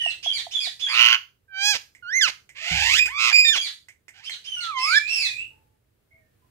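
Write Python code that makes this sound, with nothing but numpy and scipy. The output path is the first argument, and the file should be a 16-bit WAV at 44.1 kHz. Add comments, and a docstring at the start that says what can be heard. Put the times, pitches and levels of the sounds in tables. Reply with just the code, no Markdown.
"""The nearer of two ring-necked parakeets rasps, squeals and whistles in a small brick shelter under a sheet
roof. Each of its calls is a stack of overtones plus breathy noise, shaped by the throat. The farther bird's
yelps, squawks and thin whistle are made the same way but come mostly by way of the walls. Beaks click (short
noise), soft clucks sound at first (dipping tones), and the roof booms once (ringing tones). Faint gliding tones
end a near whistle at first, then come as calls from outside, over a low outdoor rumble made of shaped noise."""
import sys
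import numpy as np
from scipy import signal
from scipy.fft import rfft, irfft, next_fast_len
from scipy.io import wavfile
from scipy.ndimage import uniform_filter1d, map_coordinates

SR = 44100
rng = np.random.default_rng(int(sys.argv[2]) if len(sys.argv) > 2 else 0)


def dump_mix(stems):
    """Bounce the given channels to the path in sys.argv[1] as a 16-bit WAV at rate SR."""
    frames = np.atleast_2d(stems).T  # one column per channel
    limited = np.clip(frames, -1, 1)  # hard clip at full scale
    pcm = np.round(limited * 32767).astype(np.int16)
    wavfile.write(sys.argv[1], SR, pcm)


N = 286650  # length in samples
TOP_HZ = 15750  # band limit
# All levels in the tables are set before the final mix.


def amp(db):
    """Decibels to gain."""
    return 10 ** (np.asarray(db) / 20)


def unit(x):
    """Scale to rms 1."""
    return x / np.sqrt(np.mean(x ** 2) + 1e-20)


def along(points, hz):
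    """Read (f/Hz, value) points on a log frequency axis."""
    f, v = np.transpose(points)
    return np.interp(np.log(hz + 1), np.log(f + 1), v)


def curves(rows):
    """Turn each column after the time into a smooth curve, one value per sample of the call."""
    s, *cols = np.transpose(rows)
    t = np.arange(s[0], s[-1], 1 / SR)
    return [uniform_filter1d(np.interp(t, s, c), size=300) for c in cols]


def clock(start, end):
    """Seconds into a note, and its progress from 0 to 1."""
    t = np.arange(0, end - start, 1 / SR)
    return t, t / t[-1]


def wobble(rate, size):
    """A smooth random curve with this many random points a second."""
    knots = rng.standard_normal(int(size * rate / SR) + 4)
    return map_coordinates(knots, [np.arange(size) * rate / SR])


def filtered(x, response):
    """Weigh the frequencies of x by a response curve."""
    m = next_fast_len(x.shape[-1] + 8192)
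    spectrum = rfft(x, m) * response(np.fft.rfftfreq(m, 1 / SR))
    return irfft(spectrum, m)[..., :x.shape[-1]]


def add(track, s, sound):
    """Mix a sound into a track at a time in seconds."""
    first = round(s * SR)
    sound = sound[max(0, -first):]
    part = track[max(0, first):][:len(sound)]
    part += sound[:len(part)]


def fade(size):
    """A call starts and stops within a few milliseconds."""
    return signal.windows.tukey(size, min(1, .014 * SR / size))


# outdoor noise, weight of each frequency: (f/Hz, level/dB)
AIR = [(20, -14.5), (65, 0.5), (110, 4), (200, -13), (450, -19.5), (900, -34.5), (1600, -33.5),
       (3000, -37.5), (6000, -43), (15500, -40)]
# how loud the outdoor noise is over time: (t/s, level/dB)
RUMBLE = [(0, -60), (1.2, -71.5), (2.2, -66.5), (4, -70), (4.4, -67), (5.398, -58.5), (5.799, -69.5),
          (6.5, -64.5)]


def air():
    """A quiet outdoor rumble, its bass nearly alike in both ears, under a faint hiss that differs."""
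    shared, own = rng.standard_normal(N), rng.standard_normal((2, N))
    noise = shared * amp([[-2], [2]])
    noise = noise + filtered(own, lambda hz: along([(120, .15), (1000, 4.6)], hz))
    db = np.interp(np.arange(N) / SR, *np.transpose(RUMBLE))
    return amp(db) * unit(filtered(noise, lambda hz: amp(along(AIR, hz))))


# ringing tones of the roof sheet: (f/Hz, level/dB, time to die by 60 dB t/s)
ROOF = [(65.25, 7.5, 1), (69, -15.5, 1), (94, 4, 0.9), (122, -11, 0.74), (161, 14.5, 0.19),
        (186, -11.5, 0.53)]


def roof(start=2.71, level_db=-39):
    """A soft, deep boom, as of a bumped roof sheet: slightly unsteady tones that die away."""
    out, t = np.zeros(N), np.arange(2 * SR) / SR
    ring = np.zeros(len(t))
    for hz, db, t60 in ROOF:
        ring += amp(db - 60 * t / t60) * np.sin(2 * np.pi * hz * t + .7 * wobble(24, len(t)))
    soft_start = 1 - np.exp(-t / 0.008)
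    add(out, start, amp(level_db) * ring * soft_start)
    return out * amp([[-2], [2]])


# how long the echo lasts: (f/Hz, time to die by 60 dB t/s)
WALLS = [(200, 0.15), (1000, 0.27), (3000, 0.25), (7000, 0.31), (15000, 0.47)]


def walls(x, gap=.004):
    """The shelter's blurred echo, after a gap in seconds; each frequency dies at its own speed."""
    hz, t, z = signal.stft(rng.standard_normal((2, SR * 3 // 4)), SR, nperseg=256)
    decay = amp(-60 * t / along(WALLS, hz)[:, None])
    tail = signal.istft(z * decay, SR, nperseg=256)[1]
    tail = np.pad(tail / np.linalg.norm(tail[0]), ((0, 0), (round(abs(gap) * SR), 0)))
    return signal.fftconvolve(x[None], tail, axes=1)[:, :N] * amp([[-2.5], [2.5]])


# loudness balance of the straight path: (f/Hz, left minus right level/dB)
BALANCE_DB = [(200, -3), (950, -7.5), (2400, -9), (6000, -13), (15000, -11.5)]


def direct(x, lead=.00013):
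    """The straight path is louder in the right channel; the left one leads by a fraction of a millisecond."""
    def ports(hz):
        """Each channel takes half of the level and time difference."""
        half = amp(along(BALANCE_DB, hz) / 2) * np.exp(1j * np.pi * hz * lead)
        return np.array([half, 1 / half])
    return filtered(x, ports)


# faint gliding tones, at first the end of a near whistle, then calls of other birds outside: (start t/s, length
# t/s, first f/Hz, last f/Hz, level/dB)
GLIDES = [(0, 0.083, 1910, 1850, -32), (5.5, .25, 893, 863, -65), (6.103, 0.092, 2108, 2290, -53),
          (6.12, 0.19, 655, 605, -65), (6.171, 0.22, 1866, 1750, -69), (6.41, .09, 1017, 1000, -68)]
GLIDE_RISE_S, GLIDE_FADE_DB = 0.014, 17


def glides():
    """Bare gliding tones that rise quickly and die away."""
    out = np.zeros(N)
    for start, length, first_hz, last_hz, db in GLIDES:
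        t, u = clock(start, start + length)
        pitch = unsteady(first_hz + (last_hz - first_hz) * u, 0.021, rate=267)
        rise = np.minimum(1, t / GLIDE_RISE_S)
        envelope = amp(db - GLIDE_FADE_DB * u ** 2) * rise * fade(len(t))
        add(out, start, envelope * np.sin(2 * np.pi * np.cumsum(pitch) / SR))
    return out


# soft clucks: (t/s, level/dB)
CLUCKS = [(0.061, -22.5), (0.261, -24), (0.467, -26.5), (0.671, -30.5)]


def clucks(end_hz=690, drop_hz=260):
    """Short hollow notes: a tone that swells at once, drops in pitch and dies."""
    out, t = np.zeros(N), np.arange(SR // 10) / SR
    swell = (t / 0.0035) * np.exp(1 - t / 0.0027)
    pitch = end_hz + drop_hz * np.exp(-t / 0.0016)
    note = swell * np.sin(2 * np.pi * np.cumsum(pitch) / SR)
    for s, db in CLUCKS:
        add(out, s, amp(db - 8) * note)
    return out


# beak clicks: (t/s, level/dB)
CLICKS = [(1.95, -44), (2.492, -41), (3.058, -22), (3.885, -39), (4.082, -38), (4.295, -30)]
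# tone colour of the beak's horn: (f/Hz, level/dB)
BEAK = [(180, -69), (300, -26.5), (631, -29), (968, -26), (1200, -36.5), (2100, -0.5), (2520, -13),
        (4070, -31), (6050, -22.5), (8560, -21.5), (9760, -35), (14300, -34), (15500, -48.5)]


def clicks():
    """The horn of a beak snaps, with a brief scrape after it: noise that dies fast."""
    out, t = np.zeros(N), np.arange(SR // 10) / SR
    decay = amp(-60 * t / 0.16) + 0.37 * amp(-60 * t / 0.11)
    for s, db in CLICKS:
        horn = unit(filtered(rng.standard_normal(len(t)), lambda hz: amp(along(BEAK, hz))))
        add(out, s, amp(db - 12.5) * horn * decay)
    return out


# tone colour of the throat and open beak: (f/Hz, level/dB)
THROAT = [(300, -8.5), (750, -0.5), (1300, 0.5), (2400, 12), (3400, 6), (4800, 6.5), (6600, 0.5),
          (7500, -8), (8400, -11.5), (10000, -19), (12500, -16.5), (15500, -25.5)]


def syrinx(pitch, throat, dull, even_db, hiss_db, hiss_colour=THROAT, focus_hz=1380):
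    """A bird's voice organ: membrane overtones through the throat; dullness weakens those far from the focus."""
    k = np.arange(1, 25)[:, None]  # overtone numbers
    hz = k * pitch
    phase = 2 * np.pi * np.cumsum(pitch) / SR
    # dull is in dB per octave away from the focus
    gain_db = along(throat, hz) - dull * abs(np.log2(hz / focus_hz)) + even_db * (k % 2 == 0)
    gain = amp(gain_db) * (hz < TOP_HZ)
    gain /= np.sqrt(np.sum(gain ** 2, axis=0) / 2) + 1e-9
    # air hisses through the gap once a cycle, and less in a dull voice
    puffs = rng.standard_normal(len(pitch)) * (1 + np.cos(phase))
    hiss = amp(hiss_db - dull) * unit(filtered(puffs, lambda f: amp(along(hiss_colour, f))))
    return (np.sum(gain * np.sin(k * phase), axis=0) + hiss) * fade(len(pitch))


def unsteady(pitch, jitter, rate):
    """The pitch trembles at random; jitter is a share of the pitch."""
    return pitch * np.exp(jitter * wobble(rate, len(pitch)))


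def slack(pitch, fall_rate):
    """0 to 1: the membrane loses its tension when the pitch drops fast (fall_rate in e-folds a second)."""
    return np.clip(-np.gradient(np.log(pitch)) * SR / fall_rate, 0, 1)


# tone colour of the farther bird's throat: (f/Hz, level/dB)
FAR_THROAT = [(1200, -8), (2400, -3), (3400, 6.5), (4800, -6), (6800, -12.5), (8500, -20.5), (11000, -28),
              (15500, -41)]


def shrill(pitch, db, even_db, least_hoarse=0):
    """The farther voice: nearly pure when steady, hoarse where it leaps up or slides down."""
    hoarse = np.clip(abs(np.gradient(np.log(pitch))) * SR / 9.5, least_hoarse, 1)
    trembling = unsteady(pitch, .009 + .09 * hoarse ** 2, rate=1600)
    dull = 0.2 * np.maximum(0, -even_db)
    return amp(db) * syrinx(trembling, FAR_THROAT, dull, even_db, hiss_db=-21.5 + 10 * hoarse ** 2)


SCOOP_S, SCOOP_DEPTH = 0.028, .3  # a note leaps up from below: time, share of pitch
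ONSET_S, ONSET_DB = 0.048, 15  # and swells


def onset(t):
    """A note scoops up to its pitch and swells: (share of pitch, dB)."""
    scoop = 1 - SCOOP_DEPTH * np.maximum(0, 1 - t / SCOOP_S)
    swell_db = -ONSET_DB * np.maximum(0, 1 - t / ONSET_S)
    return scoop, swell_db


LOW_FALL, LOW_EVEN_DB = 0.37, 8  # share of pitch lost, even overtones at first
LOW_HOARSE = .4  # usual least hoarseness of the low register (0-1)


def low_note(hz, db, u, hoarse=LOW_HOARSE, bend=2.3):
    """The low register, at first strong at the octave, falls ever faster."""
    return shrill(hz * (1 - LOW_FALL * u ** bend), db, LOW_EVEN_DB * (1 - u ** 4), hoarse)


# a thin, wavering whistle from farther off: (t/s, f/Hz, level/dB)
WAVER = [(4.75, 2126, -35), (4.85, 2090, -31), (4.93, 2368, -22.5), (4.99, 2306, -35), (5.05, 2417, -29),
         (5.12, 2709, -23.5), (5.282, 2544, -30.5), (5.344, 2374, -38.5), (5.4, 2641, -27.5),
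         (5.44, 2958, -43.5)]


def waver(even_db=-32):
    """One long, almost pure whistle: the farther voice with its even overtones held back."""
    out = np.zeros(N)
    add(out, WAVER[0][0], shrill(*curves(WAVER), even_db))
    return out


# farther bird, the low note alone: (start t/s, end t/s, f/Hz, level/dB)
SQUAWKS = [(4.771, 4.963, 2695, -26), (5.069, 5.28, 2752, -25)]


def squawks(hoarse=.55):
    """Longer calls that stay in the hoarse low register."""
    out = np.zeros(N)
    for start, end, hz, db in SQUAWKS:
        t, u = clock(start, end)
        scoop, swell_db = onset(t)
        add(out, start, low_note(hz * scoop, db + swell_db, u, hoarse))
    return out


# farther bird, a high note that breaks to a lower one: (start t/s, break t/s, end t/s, high note f/Hz,
# sag as a share of pitch, high note level/dB, low note level/dB, even overtones of the high note level/dB)
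YELPS = [ (-.035, 0.096, .125, 3050, 0.15, -23, -34, -12.5),
         (0.224, 0.329, .405, 3399, 0.091, -22, -28, -15.5), (0.507, 0.599, .68, 3570, .09, -23, -28, -2.5),
         (0.791, 0.884, .965, 3516, 0.087, -23.5, -28.5, -3.5),
         (3.525, 3.608, 3.685, 3477, 0.1, -22.5, -29, 1.5),
         (4.236, 4.302, 4.35, 3070, -0.055, -28.5, -34.5, -7.5),
         (4.438, 4.601, 4.66, 3167, 0.13, -30.5, -31.5, -4), ]
HIGH_FADE_DB = 2.5  # the high note fades before it breaks
LOW_RATIO = .69  # low note as a share of the high pitch


def yelps(bend=1.8, scoop_even_db=7):
    """Each yelp leaps to a high note that bends, then breaks into the low register."""
    out = np.zeros(N)
    for start, crack, end, hz, sag, high_db, low_db, even_db in YELPS:
        t, u = clock(start, crack)
        scoop, swell_db = onset(t)
        # the even overtones change as the leap ends
        even = np.interp(t, [SCOOP_S * .8, SCOOP_S * 1.2], [scoop_even_db, even_db])
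        pitch = hz * scoop * (1 - sag * u ** bend)
        db = high_db + swell_db - HIGH_FADE_DB * u ** 3
        add(out, start, shrill(pitch, db, even))
        add(out, crack, low_note(hz * LOW_RATIO, low_db, clock(crack, end)[1]))
    return out


# a call gives way: length, final share of its pitch, loss
COLLAPSE_S, COLLAPSE_RATIO, COLLAPSE_FADE_DB = .038, 0.31, 14


def gesture(rows, collapses):
    """Pitch and level of a call; in a collapse both give way at the end."""
    s, hz, db = rows[-1]
    ending = (s + COLLAPSE_S, hz * COLLAPSE_RATIO, db - COLLAPSE_FADE_DB)
    return curves(rows + [ending] * collapses)


FULL_VOICE_DB = 1  # this far below its peak a call begins to grow duller
SOFT_DULLING = 1  # dB per octave for each dB below full voice


def softness(db):
    """Extra dullness of a voice that is not pushed, in dB per octave."""
    return SOFT_DULLING * np.maximum(0, db.max() - FULL_VOICE_DB - db)


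# clear calls of the near bird, point by point: (t/s, f/Hz, level/dB)
NASAL = [(1.478, 798, -66.5), (1.55, 764.5, -41), (1.62, 793.5, -30), (1.66, 827, -24.5),
         (1.712, 842.2, -24), (1.738, 778, -30.5)]
ARCH = [(2.022, 1476, -47.5), (2.055, 1388, -43.5), (2.09, 1494, -37.5), (2.119, 1745, -36),
        (2.133, 1894, -29), (2.152, 2063, -26), (2.18, 2132, -23), (2.217, 1937, -30.5)]
ARCH_BREAK = [(2.207, 1848, -23.5), (2.24, 1506, -20.5), (2.272, 1222, -30)]
SQUEAL_BREAK = [(3.445, 1857, -30.5), (3.49, 1799, -20), (3.525, 1772, -26), (3.552, 1381, -27.5)]
DIP = [(4.563, 1435, -50.5), (4.61, 1444, -44), (4.7, 1296, -35), (4.745, 1089, -40), (4.778, 1026, -30.5),
       (4.825, 1033, -34), (4.9, 1322, -31), (4.977, 1771, -17.5), (4.992, 1630, -20.5)]
# how each is voiced: (call, dullness at full voice in dB per octave, even overtones at full voice level/dB,
# even overtones when soft level/dB, ends in a collapse)
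CLEAR_CALLS = [(NASAL, -1.2, 3.2, 8, True), (ARCH, 0.48, -24, 0.87, False), (ARCH_BREAK, 2.5, 1.3, 4, True),
               (SQUEAL_BREAK, 1.1, 17, 6, True), (DIP, 7, -5, -14.5, False)]


def whistles():
    """Clean calls that brighten as they swell and turn rough where the pitch drops fast."""
    out = np.zeros(N)
    for rows, dull, full_even_db, soft_even_db, collapses in CLEAR_CALLS:
        pitch, db = gesture(rows, collapses)
        loose = slack(pitch, fall_rate=24)
        trembling = unsteady(pitch, .006 + .1 * loose ** 2, rate=1300)
        soft = softness(db) * (1 - loose)
        # the balance of odd and even overtones shifts as the voice is pushed
        even = soft_even_db + (full_even_db - soft_even_db) * np.exp(-soft / 11)
        even = (1 - loose) * even
        voice = syrinx(trembling, THROAT, dull + soft, even, hiss_db=-35 + 40 * loose)
        add(out, rows[0][0], amp(db) * voice)
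    return out


# high squeals of the near bird:
# (start t/s, loudest t/s, end t/s, f/Hz, level/dB, even overtones level/dB)
SQUEALS = [(2.988, 2.987, 3.095, 2499, -20.5, -9), (3.324, 3.373, 3.505, 2454, -16.5, -1.5)]
SQUEAL_BOW = 0.033  # the ends lie flat by this share of the pitch
SQUEAL_SWELL_DB, SQUEAL_FADE_DB = 5, 16  # and are softer
SQUEAL_DULL = 1.9  # dB per octave


def squeals(jitter=0.015, shimmer_db=3):
    """High, slightly bowed notes that quiver in pitch and loudness and fade."""
    out = np.zeros(N)
    for start, loudest, end, hz, level_db, even_db in SQUEALS:
        t, u = clock(start, end)
        pitch = unsteady(hz * (1 - SQUEAL_BOW * (2 * u - 1) ** 2), jitter, rate=1000)
        rise = np.interp(start + t, [start, loudest], [1, 0])
        fall = np.interp(start + t, [loudest, end], [0, 1])
        quiver_db = shimmer_db * np.tanh(wobble(130, len(t)))
        db = level_db - SQUEAL_SWELL_DB * rise - SQUEAL_FADE_DB * fall ** 2 + quiver_db
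        add(out, start, amp(db) * syrinx(pitch, THROAT, SQUEAL_DULL, even_db, hiss_db=-30))
    return out


# harsh calls of the near bird, point by point: (t/s, f/Hz, level/dB)
SCREECH = [(.865, 812, -43), (.92, 949, -31.5), (.955, 1135, -25), (1.0, 1203, -17.5), (1.15, 1241, -21.5),
           (1.178, 1245, -42.5)]
GROWL = [(2.545, 496.5, -60), (2.57, 556.3, -46.5), (2.62, 626, -39), (2.7, 708, -30.5), (2.85, 867, -25),
         (2.9, 1028, -25), (2.945, 1273, -21.5), (2.97, 1660, -26), (3.0, 1850, -21)]
SNARL = [(3.07, 676.7, -37), (3.1, 956, -40), (3.13, 1125, -41), (3.205, 1210, -25), (3.25, 1190, -22.5),
         (3.3, 1100, -23.5)]
MUTTER = [(4.135, 751, -65.5), (4.19, 778, -53.5), (4.225, 943, -60), (4.258, 1409, -49)]
# tone colour of the throat in a screech, in a growl and in the other harsh calls: (f/Hz, level/dB)
SCREECH_THROAT = [(150, -77.5), (250, -47.5), (882, -30.5), (995, -15.5), (1700, -12), (1890, -3),
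                  (2440, -6), (2900, 2), (3280, -13), (5600, -20), (7000, -26.5), (7900, -47), (15500, -36)]
GROWL_THROAT = [(150, -58), (250, -22), (573, -29.5), (768, -12.5), (1250, -24.5), (1920, -5), (2490, -1),
                (3760, -13.5), (4790, -13), (5890, -20), (7000, -19), (8920, -34), (9720, -40.5),
                (10800, -32.5), (15500, -45)]
HARSH_THROAT = [(120, -48.5), (400, -26.5), (750, -6.5), (1300, -5), (1700, 2.5), (2500, 5), (3050, 5.5),
                (3600, -2.5), (4800, -1.5), (7000, -9.5), (8600, -18.5), (10000, -27.5), (12500, -22.5),
                (15500, -32.5)]
# how each is voiced: (call, throat, dullness at full voice in dB per octave, flap sets in t/s,
# flutter as a share of pitch, jitter as a share of pitch, ends in a collapse)
HARSH_CALLS = [(SCREECH, SCREECH_THROAT, 0.8, .86, 0.23, 0.034, False),
               (GROWL, GROWL_THROAT, -0.85, 2.54, .015, 0.067, False),
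               (SNARL, HARSH_THROAT, 2.6, 3.165, .135, 0.016, True),
               (MUTTER, HARSH_THROAT, 1.5, 3.5, .02, 0.083, False)]
FLAP_HZ, FLAP_RISE_S = 118, .045  # middle rate of the flap, and how long it takes to build up
TORN_JITTER = .07  # a voice this rough stays bright even when fairly soft
# in a torn voice the second side of the syrinx sounds too: gap as a share of pitch, share of the power
TWIN_DETUNE, TWIN_SHARE = .055, .45


def rasps(second_db=1.0, shimmer_db=40, collapse_jitter=0.11):
    """A flap of the syrinx swings pitch and loudness together, and the tone tears into two rough strands."""
    out = np.zeros(N)
    for rows, throat, dull, flap_s, depth, rough, collapses in HARSH_CALLS:
        pitch, db = gesture(rows, collapses)
        t = rows[0][0] + np.arange(len(db)) / SR
        flutter = np.clip(depth, 0, .6) * np.clip((t - flap_s) / FLAP_RISE_S, 0, 1)
        jitter = rough + collapse_jitter * slack(pitch, fall_rate=43)
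        soft = softness(db) * np.clip(1 - jitter / TORN_JITTER, .15, 1)
        flap_rate = FLAP_HZ * (1 + .012 * wobble(60, len(db)))
        flap = np.sin(2 * np.pi * np.cumsum(flap_rate) / SR)
        swing = flutter * flap
        throb_db = 24 * (swing - flutter / 2)
        # the rougher the voice, the stronger the second strand
        twin = np.clip(TWIN_SHARE * (rough / TORN_JITTER) ** 2, 0, .5)
        strands = ((1 - twin, -TWIN_DETUNE * twin), (twin, TWIN_DETUNE * (1 - twin)))
        for share, detune in strands:
            swung = unsteady(pitch * (1 + swing + detune), jitter, rate=650)
            level = db + throb_db + shimmer_db * jitter * np.tanh(wobble(260, len(db)))
            # each push of the flap also brightens the tone
            dullness = dull + soft - 8 * swing
            tone = syrinx(swung, throat, dullness, second_db, hiss_db=-20, hiss_colour=throat)
            add(out, t[0], np.sqrt(share) * amp(level) * tone)
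    return out


def scene():
    """Near sounds are mostly dry, far ones mostly echo."""
    near = whistles() + squeals() + rasps() + clicks() + clucks()
    far = yelps() + squawks() + waver() + glides()
    near_heard = amp(4.0) * direct(near) + amp(-4.5) * walls(near)
    far_heard = amp(-6.5) * direct(far) + amp(0.5) * walls(far)
    return near_heard + far_heard + roof() + air()


def record(dry):
    """The loudest peaks are rounded off, and nothing is kept above the band limit."""
    rounded = dry / (1 + abs(dry / .95) ** 8) ** (1 / 8)
    return filtered(rounded, lambda hz: hz < TOP_HZ)


dry = scene()
out = record(dry)
dump_mix(out)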